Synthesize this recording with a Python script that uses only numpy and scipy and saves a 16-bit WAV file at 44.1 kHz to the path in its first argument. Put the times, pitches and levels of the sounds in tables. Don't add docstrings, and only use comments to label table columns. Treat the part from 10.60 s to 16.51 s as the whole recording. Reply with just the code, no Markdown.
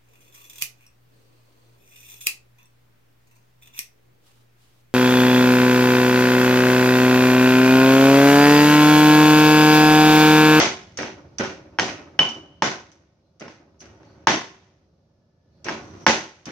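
import sys
import numpy as np
from scipy import signal
from scipy.fft import rfft, irfft, next_fast_len
from scipy.io import wavfile

SR = 44100
rng = np.random.default_rng(int(sys.argv[2]) if len(sys.argv) > 2 else 0)


def generate_wav(sig):
    pcm = np.round(np.clip(np.atleast_2d(sig).T, -1, 1) * 32767).astype(np.int16)
    wavfile.write(sys.argv[1], SR, pcm)


N = 260631
T = np.arange(SR * 3 // 5) / SR


def amp(db):
    return 10 ** (np.asarray(db) / 20)


def unit(x):
    return x / np.sqrt(np.mean(x ** 2) + 1e-20)


def along(points, hz):
    f, v = np.transpose(points)
    return np.interp(np.log(hz + 1), np.log(f), v)


def fade(t60_s):
    return np.exp(-np.log(1000) * T / t60_s)


def rise(attack_s):
    return 1 - np.exp(-(T / attack_s) ** 2)


def add(track, s, sound):
    start = round(s * SR)
    lo, hi = max(start, 0), min(start + sound.shape[1], N)
    if hi > lo:
        track[:, lo:hi] += sound[:, lo - start:hi - start]


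# f/Hz, correlation
ALIKE = [(110, 0.98), (170, 1), (300, 0.84), (600, 0.73), (1000, .5), (1600, 0.002), (3000, 0.11),
         (10000, 0)]


def noise(spectrum, size=len(T), tilt_db=0, grain_db=0):
    hz = np.fft.rfftfreq(size, 1 / SR)
    grain_levels_db = grain_db * rng.standard_normal(size // 44 + 1)
    grains = np.repeat(amp(grain_levels_db), 44)[:size]
    octaves = np.log2(np.clip(hz, 150, 6000) / 1000)
    ripple_db = 1.8 * np.interp(hz, np.arange(256) * 90, rng.standard_normal(256))
    ripple_db *= np.minimum(hz / 800, 1)
    turn = np.arccos(np.clip(along(ALIKE, hz), -1, 1)) / 2
    gain = amp(along(spectrum, hz) + tilt_db * octaves + ripple_db)
    source = rng.standard_normal((2, size)) * grains
    mid, side = irfft(rfft(source) * gain * [np.cos(turn), np.sin(turn)], size)
    return unit(np.array([mid + side, mid - side]))


def direct(x, width=.55):
    mid = x.mean(axis=0)
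    return unit(mid + width * (x - mid))


def ring(modes, spread_hz=3300):
    out = np.zeros((2, len(T)))
    for k, (hz, db, t60_s) in enumerate(modes):
        t = T[T < 2 * t60_s]
        lead = min(hz / spread_hz, 1) * np.array([[1], [-1]]) * np.pi / 4
        decay = amp(db + .5 * rng.normal() - 60 * t / t60_s)
        out[:, :len(t)] += (-1) ** k * decay * np.sin(2 * np.pi * hz * t + lead)
    return out * rise(0.00039)


def walls(hold_s=0.06, early_t60_s=0.32, late_db=-19, late_t60_s=0.81):
    early = np.exp(-np.log(1000) * (np.hypot(T, hold_s) - hold_s) / early_t60_s)
    return rise(0.0075) * np.hypot(early, amp(late_db) * fade(late_t60_s))


# t/s, level/dB, centre of excited modes f/Hz, crack over that level/dB
STRIKES = [(-.012, -1, 1000, -1.5), (0.3872, -25.5, 2400, -1), (0.4299, -22.5, 1910, -7.5),
           (0.4807, -38, 1920, -22), (0.8383, -25, 1810, -1), (.846, -25.5, 1900, -3.5),
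           (1.1864, -10, 1670, -9), (1.195, -14, 1700, 5), (1.5898, -10.5, 2150, -7.5),
           (2.0211, -6.5, 925, -5), (2.88, -36, 2020, -2.5), (3.431, -49.5, 1200, -6),
           (3.6704, -2.5, 910, -5), (3.687, -13.5, 990, -0.5), (5.0841, -17.5, 1780, -9),
           (5.091, -21, 1680, -9.5), (5.4645, -2, 1180, -3), (5.4686, -11, 890, -2.5)]
# f/Hz, level/dB, t60/s
STONE_MODES = [(262, -3, 0.034), (348, -5.5, 0.033), (594.5, -10.5, 0.049), (885, -1, 0.032),
               (1077.6, -6, 0.022), (1310, -6.5, 0.018), (1590, -4, .03), (1730, -5, 0.025),
               (1903, -4.5, 0.022), (2230, -5.5, 0.026), (2700, -6.5, .025), (3220, -8.5, 0.028),
               (4920, -9, 0.035), (5620, -4, 0.073)]
# f/Hz, relative density/dB per Hz
CRACK_SPECTRUM = [(30, -26.5), (150, -13.5), (500, -4.5), (1000, 3.5), (2500, -2), (4000, -6), (6200, -7.5),
                  (7500, -25), (10000, -37.5), (16000, -51.5)]
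THUMP_SPECTRUM = [(30, -20), (60, -12.5), (110, 1.5), (180, 0.5), (260, -3.5), (340, -3.5), (500, -12),
                  (900, -26), (3000, -60.5)]
ECHO_SPECTRUM = [(30, -43.5), (70, -21.5), (150, -8.5), (320, -4.5), (520, -7), (950, -1.5), (1250, -8.5),
                 (2000, -3.5), (2600, -5.5), (3900, -9.5), (5200, -9.5), (6200, -6.5), (7400, -25),
                 (10000, -42), (16000, -61)]
ECHO_DB, THUMP_DB = -13.5, -26.5
ECHO_TILT_DB_PER_OCT, TILT_PER_CRACK_DB = 0.44, 0.3572


def strikes():
    out = np.zeros((2, N))
    snap = rise(0.0011) * fade(.028)
    push = rise(0.03) * fade(0.26)
    answer = walls()
    for s, db, centre_hz, crack_db in STRIKES:
        modes = [(hz, level_db - 6.0 * abs(np.log2(hz / centre_hz)), t60_s)
                 for hz, level_db, t60_s in STONE_MODES]
        body = ring(modes)
        crack = snap * direct(noise(CRACK_SPECTRUM))
        thump = push * noise(THUMP_SPECTRUM)
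        tilt_db = ECHO_TILT_DB_PER_OCT + TILT_PER_CRACK_DB * crack_db
        echo = answer * noise(ECHO_SPECTRUM, tilt_db=tilt_db, grain_db=2)
        sound = body + amp(crack_db) * crack + amp(THUMP_DB) * thump + amp(ECHO_DB) * echo
        add(out, s, amp(db) * sound)
    return out


# t/s, squish level/dB, thud level/dB, thud tilt/dB per octave
SOFT_STROKES = [(0.3721, -20.5, -30, 0), (0.7832, -21, -26, -.5), (1.264, -42, -35, 2.5),
                (2.797, -36.5, -39, -1), (3.2043, -36, -49.5, 0), (5.0437, -27.5, -32, -.5),
                (5.8549, -29.5, -35.5, -1)]
# t/s, level/dB
SPATTERS = [(1.6881, -28), (2.3161, -45.5)]
# f/Hz, relative density/dB per Hz
THUD_SPECTRUM = [(30, -27), (80, -9.5), (160, 0.5), (320, 2), (600, -1), (1100, -8.5), (1600, -5.5),
                 (2400, -5), (3600, -15), (6200, -17.5), (7500, -41), (16000, -55.5)]
SQUISH_SPECTRUM = [(100, -29), (800, -11.5), (2300, -8), (4000, -9), (5200, -2), (6050, 5.5), (6700, -8.5),
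                   (7500, -15.5), (10000, -31.5), (16000, -46)]
PACK_S = .009
SINK_S, SINK_DB = .05, -11.5


def paste():
    out = np.zeros((2, N))
    spit = np.hypot(amp(-4.5) * rise(0.0007) * fade(0.072), amp(-20) * walls())
    pack = np.hypot(amp(1.5) * rise(0.0036) * fade(0.14), amp(0.5) * walls())
    squishes = list(SPATTERS)
    for s, squish_db, thud_db, tilt_db in SOFT_STROKES:
        thud = pack * noise(THUD_SPECTRUM, tilt_db=tilt_db, grain_db=3)
        add(out, s + PACK_S, amp(thud_db) * thud)
        squishes += [(s, squish_db), (s + SINK_S, squish_db + SINK_DB)]
    for s, db in squishes:
        add(out, s, amp(db) * spit * noise(SQUISH_SPECTRUM, grain_db=3))
    return out


# t/s, level/dB
BOUNCES = [(1.1892, -25), (1.5926, -6.5)]
# f/Hz, level/dB, t60/s
PESTLE_MODES = [(3010, 5, 0.059), (3020, -19, 0.45), (2940, -16.5, 0.44), (2920, -19, .42),
                (2880, -23, 0.36)]


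def pestle():
    out = np.zeros((2, N))
    note = [(2000, -60), (2850, -20), (3020, 0), (3150, -18), (4200, -60), (8000, -120)]  # f/Hz, dB per Hz
    for s, db in BOUNCES:
        echo = walls(hold_s=0.14, early_t60_s=0.16, late_db=-23.0, late_t60_s=1.)
        scattered = noise(note) * echo
        add(out, s, amp(db) * (ring(PESTLE_MODES) + amp(-11.5) * scattered))
    return out


# t/s, length/s, rub level/dB, wet fizz level/dB
GRINDS = [(3.247, .41, -52.5, -71), (5.2, .25, -44, -58)]
# f/Hz, relative density/dB per Hz
RUB_SPECTRUM = [(30, -44), (70, -2.5), (110, 1.5), (200, -6.5), (340, -7), (470, -10.5), (700, -13),
                (1100, -17), (2500, -27), (5000, -34), (8000, -58)]
GRIND_EASES_DB_PER_S = 7


def grinding():
    out = np.zeros((2, N))
    for s, length_s, rub_db, fizz_db in GRINDS:
        release = np.clip((length_s - T) / .006, 0, 1)
        pressure = rise(0.0088) * amp(-GRIND_EASES_DB_PER_S * T) * release
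        rub = noise(RUB_SPECTRUM, grain_db=3)
        fizz = noise(SQUISH_SPECTRUM, grain_db=3)
        add(out, s, pressure * (amp(rub_db) * rub + amp(fizz_db) * fizz))
    return out


# first knock t/s, level/dB, loss/dB per knock
ROCKINGS = [(.564, -32, 5.5), (.905, -30.5, 2.5), (1.315, -25, 3.5), (1.75, -28.5, 6.5), (2.19, -43, 2.5),
            (2.991, -40, 5), (3.391, -42.5, 0.5), (5.25, -46, 0.5)]
# f/Hz, relative density/dB per Hz
SLAT_SPECTRUM = [(30, -38.5), (100, -7), (230, -12), (320, -1.5), (450, -11.5), (580, -7.5), (1100, -16),
                 (2500, -25.5), (7000, -62)]
ROCK_PERIOD_S = .069
SLAT_DB, TABLE_HUM_DB = -7, -8


def table(count=4):
    out = np.zeros((2, N))
    knock, swell = rise(0.018) * fade(0.22), rise(.009)
    modes = [(288.7, -3.0, 0.18), (370, -8.5, 0.099), (580, -7.0, .1)]  # f/Hz, level/dB, t60/s
    for s, db, loss_db in ROCKINGS:
        for k in range(count):
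            hum = swell * ring(modes)
            sound = amp(SLAT_DB) * knock * noise(SLAT_SPECTRUM) + amp(TABLE_HUM_DB) * hum
            add(out, s + k * ROCK_PERIOD_S, amp(db - k * loss_db) * sound)
    return out


# t/s, length/s, f/Hz, level/dB
RASPS = [(2.616, 0.1, 4110, -79.5), (3.19, 0.05, 5970, -50), (3.42, 0.17, 4500, -68.5),
         (4.902, 0.15, 4400, -76), (5.391, 0.077, 5800, -55.5)]


def rasps():
    out = np.zeros((2, N))
    for s, length_s, hz, db in RASPS:
        band = [(hz * .7, -35), (hz * .92, -10), (hz, 0), (hz * 1.08, -10), (hz * 1.3, -40)]
        swell = np.sin(np.pi * np.minimum(T / length_s, 1))
        add(out, s, amp(db) * noise(band) * swell)
    return out


# f/Hz, relative density/dB per Hz
RUMBLE_SPECTRUM = [(25, -44.5), (45, -20), (75, -2.5), (110, -4.5), (170, -4.5), (250, -14), (480, -17.5),
                   (700, -19), (1100, -28.5), (1500, -34.5), (3300, -38), (6000, -34.5), (7600, -55.5),
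                   (15000, -60)]
# t/s, level/dB
RUMBLE_LEVEL = [(0, -51), (1.9, -56), (2.5, -63), (3.3, -58.5), (4.3, -62), (4.8, -64.5), (5.05, -56),
                (5.9, -61)]


def rumble():
    t = np.arange(N) / SR
    level_db = np.interp(t, *np.transpose(RUMBLE_LEVEL))
    return amp(level_db) * noise(RUMBLE_SPECTRUM, next_fast_len(N))[:, :N]


WHINE_PEAK_S, WHINE_DB, WHINE_SLOPE_DB_PER_S = 4.95, -83, 17.5


def whine():
    t = np.arange(N) / SR
    thin = [(1500, -60), (1690, -15), (1730, 0), (1770, -15), (2000, -60)]  # f/Hz, dB per Hz
    level_db = WHINE_DB - WHINE_SLOPE_DB_PER_S * abs(t - WHINE_PEAK_S)
    return amp(level_db) * noise(thin, next_fast_len(N))[:, :N]


# f/Hz, width/Hz, lift (or cut)/dB
STANDING = [(96, 12, 2), (226.9, 7.6, 5), (321, 18, 6), (379.4, 5.3, 8), (552, 22, 5), (724, 16, 3.5),
            (895, 17, 2), (1070, 8.6, 6), (1164, 15, 3.5), (1290, 31, 5), (1440, 58, 4), (1495, 25, 5.5),
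            (1877, 13, 4.5), (2690, 30, -3)]


def resonate(x):
    out = x.copy()
    for hz, width_hz, db in STANDING:
        b, a = signal.iirpeak(hz, hz / width_hz, SR)
        out += (amp(db) - 1) * signal.lfilter(b, a, x)
    return out


def scene():
    sounds = strikes() + paste() + pestle() + grinding() + table() + rasps() + rumble() + whine()
    return resonate(sounds) * amp([[-.4], [.4]])


TOP_HZ = 15800


def record(dry):
    rounded = dry / (1 + np.abs(dry / .97) ** 8) ** (1 / 8)
    size = next_fast_len(N + SR // 2)
    keep = np.fft.rfftfreq(size, 1 / SR) < TOP_HZ
    return irfft(rfft(rounded, size) * keep, size)[:, :N]


dry = scene()
out = record(dry)
generate_wav(out)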